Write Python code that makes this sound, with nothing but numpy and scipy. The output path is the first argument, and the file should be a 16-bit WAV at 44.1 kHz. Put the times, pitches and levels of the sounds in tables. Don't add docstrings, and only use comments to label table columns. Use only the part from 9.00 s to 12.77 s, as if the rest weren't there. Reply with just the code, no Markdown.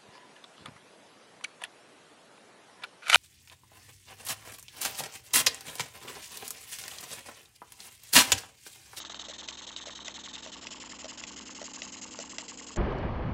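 import sys
import numpy as np
from scipy import signal
from scipy.fft import rfft, irfft, next_fast_len
from scipy.io import wavfile
from scipy.ndimage import uniform_filter1d, map_coordinates

SR = 44100
rng = np.random.default_rng(int(sys.argv[2]) if len(sys.argv) > 2 else 0)


def natural_amplitude(level_db):
    exponent = np.asarray(level_db, float) / 20
    return 10 ** exponent


def output_pcm(signal):
    pcm = np.clip(np.atleast_2d(signal).T, -1, 1) * 32767
    wavfile.write(sys.argv[1], SR, np.round(pcm).astype(np.int16))


N = 166257

# time [s], turn_count [turns]
CRANK = [(0, -.18), (.3983, 4), (1.3468, 14), (2.2842, 24), (3.4963, 37), (3.77, 39.94)]


def unit(x):
    return x / np.sqrt(np.mean(x ** 2) + 1e-20)


def along(points, hz):
    point_hz, value = np.transpose(points)
    return np.interp(np.log(hz + 1), np.log(point_hz + 1), value)


def slopes(points):
    return lambda hz: natural_amplitude(along(points, hz))


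def bands(rows):
    def gain(hz):
        hz = np.minimum(hz, 7650)
        return np.sqrt(sum(natural_amplitude(2 * db) / (1 + (2 * (hz - centre) / wide) ** 2) ** 2
                           for centre, wide, db in rows))
    return gain


def curves(rows):
    s, *columns = np.transpose(rows)
    return [np.interp(np.arange(N) / SR, s, column) for column in columns]


def wobble(rate):
    return map_coordinates(rng.standard_normal(size=4000), [np.arange(N) * rate / SR])


def filtered(x, response):
    m = next_fast_len(N + SR // 2)
    return irfft(rfft(x, m) * response(np.fft.rfftfreq(m, 1 / SR)), m)[..., :N]


def rush(spectrum, patchy_db, tilt_db=0):
    z = signal.stft(rng.standard_normal(N), nperseg=256)[2]
    patches = uniform_filter1d(uniform_filter1d(rng.standard_normal(z.shape), 3, 0), 5, 1)
    noise = signal.istft(z * natural_amplitude(patchy_db * unit(patches)), nperseg=256)[1][:N]
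    return unit(filtered(noise, lambda hz: spectrum(hz) * natural_amplitude(tilt_db * np.log2((hz + 1) / 4000))))


def snap(size):
    noise = rng.standard_normal(size + 8)
    return np.convolve(noise, [1, 1, 1, 0, -1, -1, -1], 'valid')[:size] / 2


def strikes(rows, modes, crack, crack_s=0.012, glide=0, rise_s=0.00047, glide_s=0.0009):
    out, t = np.zeros(N + SR), np.arange(SR // 10) / SR
    bent_t = t + glide * glide_s * (1 - np.exp(-t / glide_s))
    for s, db in rows:
        draw = rng.standard_normal((len(modes), 2))
        blow = crack * natural_amplitude(-60 * t / crack_s) * snap(len(t))
        for (hz, mode_db, t60), (louder, sharper) in zip(modes, draw):
            fade = natural_amplitude(mode_db + 2.0 * louder - 60 * t / t60)
            blow += fade * np.sin(2 * np.pi * hz * (1 + 0.019 * sharper) * bent_t)
        blow *= 1 - np.exp(-t / rise_s)
        out[max(round(s * SR), 0):][:len(t)] += natural_amplitude(db) * blow / np.abs(blow).max()
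    return out[:N]


def port(turns, opens, opening, shuts, shutting, sag_db):
    u = turns - opens + 2
    since_open, span = u % 1, shuts - opens
    closing = 1 - (since_open - span) / shutting
    gate = np.clip(np.minimum(since_open / opening, closing), 0, 1) ** 2
    scatter_db = 0.8 * rng.standard_normal(50)[u.astype(int)]
    return gate * natural_amplitude(-sag_db * since_open / span + scatter_db)


def steam():
    # time [s], level [dB], weak_puff [dB], camera_angle [0 front - 1 - 2 side - 3 back]
    heard = [(0, -43.5, -3, 0.065), (.6, -44.5, -1.5, 0.14), (1.0, -43.5, -4.5, 0.028),
             (1.35, -43.5, -2.5, 0.14), (1.55, -44, -5.5, 0.67), (1.7, -44.5, -4, 1.1),
             (1.85, -43, -6.5, 0.96), (2.3, -44.5, -5, 1.48), (2.55, -44.5, -3, 1.64),
             (2.9, -44, -4.5, 2.1), (3.15, -41, -5.5, 2.58), (3.4, -42, -6.5, 2.82), (3.77, -40, -7, 2.9)]
    # opens_at [turn], opening [turns], shuts_at [turn], shutting [turns], sag [dB]
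    strong_port = (0.81, 0.029, 1.179, 0.051, 1.1)
    weak_port = (0.3, 0.054, 0.66, 0.098, 5.7)
    # pitch [Hz], width [Hz], level [dB]
    front = [(1830, 360, -10), (3160, 480, -2), (3726, 610, 1.5), (4190, 490, -5), (5370, 410, -9.5),
             (6375, 830, -2), (7650, 430, -8)]
    half = [(1940, 290, -9), (3053, 890, 1), (4180, 600, -5), (5190, 990, -2), (6250, 810, -11),
            (7150, 1060, 0)]
    side = [(2070, 230, -12.5), (2910, 780, -5.5), (4090, 920, -9.5), (5100, 1100, -6.5), (6590, 770, 1.5),
            (7328, 516, -2.5)]
    back = [(2020, 390, -11), (2860, 650, -4.5), (3300, 330, -7), (4180, 610, -8), (5070, 700, -4.5),
            (5870, 580, -10), (6560, 490, -3), (6980, 660, -3), (7451, 417, 1.5)]
    # pitch [Hz], level [dB per Hz]
    chuff_body = [(210, -32), (350, -9), (432, -9), (485, -3.5), (599, -1.5), (1020, -1.5), (1110, -1.5),
                  (2600, -9), (3380, -38.5), (5720, -120)]

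    turns, = curves(CRANK)
    level_db, weak_db, angle = curves(heard)
    angle = np.clip(angle, 0, 3)
    shares = [np.sqrt(np.clip(1 - np.abs(angle - view), 0, 1)) for view in range(4)]

    def jet(tilt_db):
        return sum(share * rush(bands(colour), 0.5, tilt_db)
                   for share, colour in zip(shares, (front, half, side, back)))

    strong, weak = port(turns, *strong_port), port(turns, *weak_port)
    spit = natural_amplitude(1.7 * np.clip(wobble(700), -2, 2) + 0.7 * wobble(120))
    leak_db, weak_tilt_db = -21.5, -2
    hiss = spit * (strong * jet(0) + (weak * natural_amplitude(weak_db) + natural_amplitude(leak_db)) * jet(weak_tilt_db))
    flow = 1 + strong + 1.1 * weak
    chuff = unit(flow * natural_amplitude(1.7 * wobble(150)) * rush(slopes(chuff_body), 1.7))
    return natural_amplitude(level_db + 2.0) * hiss + natural_amplitude(-58) * chuff


def drone():
    # time [s], speed [turns per s]
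    shaft_speed = [(0, 16.28), (.65, 16.26), (1.8, 16.15), (3.05, 16.09), (3.77, 16.07)]
    # time [s], nearness [0-1]
    nearness = [(0, 0.03), (.65, 0), (1.2, 0.43), (1.8, 0.76), (2.4, 0.8), (3.05, 1), (3.77, 0.82)]
    # multiple [of shaft speed], level [dB]
    far_orders = [(1, -19), (2, -18), (3, -13), (4, 1), (5, -9.5), (6, -13), (7, -14), (8, -3), (9, -12.5),
                  (10, -13.5), (11, -16), (12, -1), (13, -5), (14, -5), (15, -5.5), (16, -1.5), (17, -14.5),
                  (18, 1.5), (19, -5.5), (20, -2), (21, -3), (22, -21), (23, -5), (24, -9.5)]
    near_orders = [(1, -28), (2, -29), (3, -25), (4, -13), (5, -19), (6, -25), (7, -26), (8, -15.5),
                   (9, -20), (10, -19.5), (11, -15.5), (12, -6.5), (13, -9.5), (14, -6.5), (15, -9),
                   (16, 0.5), (17, -17.5), (18, -9), (19, -2.5), (20, -15.5), (21, -11), (22, -19),
                   (23, -14), (24, -21)]
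    # pitch [Hz], level [dB per Hz]
    table_rumble = [(12, -43), (20, -17), (54, 1), (151, -7.5), (195, 3.5), (303, 0), (426, -2.5),
                    (492, 3.5), (600, -12), (780, -39), (1320, -120)]
    # pitch [Hz], level [dB]
    distant_hum = [(470, -64), (441, -70)]

    (speed,), (near,) = curves(shaft_speed), curves(nearness)
    near = np.clip(near, 0, 1)
    shaft_angle = 2 * np.pi * np.cumsum(speed) / SR
    hum = np.zeros(N)
    for (k, far_db), (_, close_db) in zip(far_orders, near_orders):
        hum_db = (1 - near) * (far_db - 69.5) + near * (close_db - 58.5) + 0.9 * wobble(3.455)
        hum += natural_amplitude(hum_db) * np.sin(k * shaft_angle + 1.35 * k * k)

    hoot_s, rise_s, sag_hz_per_s = 3.2, 0.3, 11
    t = np.arange(N) / SR - hoot_s
    hoot = sum(natural_amplitude(db + 0.8 * wobble(8.2)) * np.sin(2 * np.pi * (hz - sag_hz_per_s * t / 2) * t)
               for hz, db in distant_hum)
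    hoot = np.clip(t / rise_s, 0, 1) * hoot
    rumble = natural_amplitude(-69.5 + 7 * near + 0.85 * wobble(5.6)) * rush(slopes(table_rumble), 0.96)
    return hum + hoot + rumble


def pops():
    # time [s], peak [dB], low_thud [dB]
    slugs = [(0.002, -29, -7.5), (0.0501, -24.5, -12.5), (0.0567, -29, -13), (0.0995, -31.5, -2),
             (0.1449, -23, -11.5), (0.1955, -25, -13), (0.2095, -35, -14), (0.2568, -35, -12),
             (0.7634, -20.5, -21), (0.786, -33, -20), (0.9586, -30.5, -22), (1.0558, -32, -15),
             (1.3538, -27, -16)]
    # pitch [Hz], level [dB], fade_t60 [s]
    nozzle = [(3250, -5, .006), (3750, 0, .008), (4250, -5, .006), (5300, -13, .004), (7300, -12, .004)]
    chimney = [(840, 2, 0.008), (1280, 1.5, 0.0097), (1560, -0.5, 0.008)]
    snaps = [(s, db - 5.5) for s, db, _ in slugs]
    thuds = [(s, db + thud_db - 0.5) for s, db, thud_db in slugs]
    return (strikes(snaps, nozzle, crack=0.19, crack_s=0.0038, rise_s=0.0005)
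            + strikes(thuds, chimney, crack=0.069))


def crank():
    # pitch [Hz], level [dB], fade_t60 [s]
    bearing = [(906.5, 0, 0.03), (1037.6, -1, 0.034), (1403, -9, 0.012), (2040, -10, 0.008)]
    valve_gear = [(2106, 1.5, 0.023), (1870, 0, 0.018)]
    whistle = [(850, 0, .014)]
    pinched_steam = [(2790, 0, .02)]
    # time [s], level [dB]
    squeak_heard = [(0, -7), (.9, -4), (1.3, -3), (1.95, -4), (2.2, -5), (3.77, -9)]
    # time [s], peak [dB]
    loud_chirps = [
        (0.5526, -53),
        (1.8243, -44),
        (1.919, -41),
        (2.377, -46),
        (2.9442, -42.5),
        (3.016, -51),
        (3.4057, -45),
    ]

    s, turns = np.transpose(CRANK)
    k, scatter = np.arange(40), rng.standard_normal((40, 5))

    def at(turn):
        return np.interp(k + turn, turns, s)

    facing_db = 3.5 * (np.clip(k / 14, 0, 1) - 1)
    heard_db = np.interp(at(0), *np.transpose(squeak_heard))
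    knocks = zip(at(0.243), -41 + facing_db + 1.5 * scatter[:, 0])
    ticks = zip(at(0.635), -46 + 1.5 * scatter[:, 1])
    chirps = zip(at(0.075), -50 + 2.5 * scatter[:, 2])
    squeaks = zip(at(0.228), -40.5 + heard_db + 2.5 * scatter[:, 3])
    pinches = zip(at(0.17), -47 + 2 * facing_db + 1.5 * scatter[:, 4])
    return (strikes(squeaks, whistle, crack=0.22, crack_s=0.0079, glide=2.4, glide_s=0.002, rise_s=0.0014)
            + strikes(pinches, pinched_steam, crack=0.3, rise_s=0.001)
            + strikes(knocks, bearing, crack=0.55, glide=0.3, rise_s=0.0009)
            + strikes(ticks, bearing, crack=1.0)
            + strikes([*chirps, *loud_chirps], valve_gear, crack=0.35, rise_s=0.0022))


def belt():
    # time [s], peak [dB], rebound_after [s], clip_ring [dB]
    pulley_hits = [
        (0.2842, -33.5, 0.013, -18),
        (0.8705, -34.5, .012, -16),
        (1.4612, -37, .011, -4),
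        (2.0438, -32.5, .011, -5),
        (2.6155, -31, .012, -13),
        (3.1887, -29, .0105, -6),
        (3.7605, -33.5, .011, -12),
    ]
    # time [s], peak [dB]
    rim_hits = [
        (0.4858, -25),
        (1.0807, -25.5),
        (1.6688, -25.5),
        (2.2371, -27.5),
        (2.8191, -25.5),
        (3.383, -23.5),
    ]
    # pitch [Hz], level [dB], fade_t60 [s]
    frame_modes = [(562, -7, 0.028), (620, -5, 0.03), (715, -8, 0.014), (1050, -14, .01),
                   (1393, -11, 0.014), (1650, -14, .01), (1960, -9, .013), (2150, -11, .01),
                   (2850, -11, 0.01)]
    clip_modes = [(5820, -2, 0.0077), (6170, -4, .01)]
    rim_modes = [(627, -14, 0.027), (2110, -3, 0.013), (2697, 3.5, 0.008), (3250, -1.5, 0.0093),
                 (4740, -2.5, 0.0067), (5850, 0.5, 0.0075), (7080, -9.5, 0.0068)]

    thumps = [(s + k * gap_s, db + 0.5 - 3 * k * k, clip_db)
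              for s, db, gap_s, clip_db in pulley_hits for k in range(3)]
    clacks = [(s + k * 0.002, db - 0.5 - 6 * k) for s, db in rim_hits for k in range(2)]
    thuds = [(s, db) for s, db, _ in thumps]
    clip_rings = [(s, db + clip_db) for s, db, clip_db in thumps]
    return (strikes(thuds, frame_modes, crack=0.67, rise_s=0.0018)
            + strikes(clip_rings, clip_modes, crack=0, rise_s=0.00058)
            + strikes(clacks, rim_modes, crack=1.0, crack_s=0.0098, rise_s=0.0008))


def garden(x):
    # pitch [Hz], fade_t60 [s]
    echo_fade = [(200, 0.04), (2000, 0.066), (8000, 0.028)]
    hz, t, z = signal.stft(rng.standard_normal(SR // 4), SR, nperseg=256)
    fade = natural_amplitude(-60 * t / along(echo_fade, hz)[:, None])
    tail = signal.istft(z * fade, SR, nperseg=256)[1]
    return signal.fftconvolve(np.pad(x, (120, 0)), tail / np.linalg.norm(tail))[:N]


def scene():
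    hits = crank() + belt() + pops()
    return (steam() + hits + natural_amplitude(-13.5) * garden(hits) + natural_amplitude(2.5) * drone())[None]


def top_cut(x):
    return signal.sosfilt(signal.butter(12, 8900, fs=SR, output="sos"), x)


def record(dry):
    # pitch [Hz], gain [dB]
    mic_gain = [(52, -2), (61, 1), (5550, 2), (5900, 0), (6250, 1), (7650, 3), (8450, -25), (8900, -70)]
    return top_cut(filtered(dry, slopes(mic_gain)))


dry = scene()
out = record(dry)
output_pcm(out)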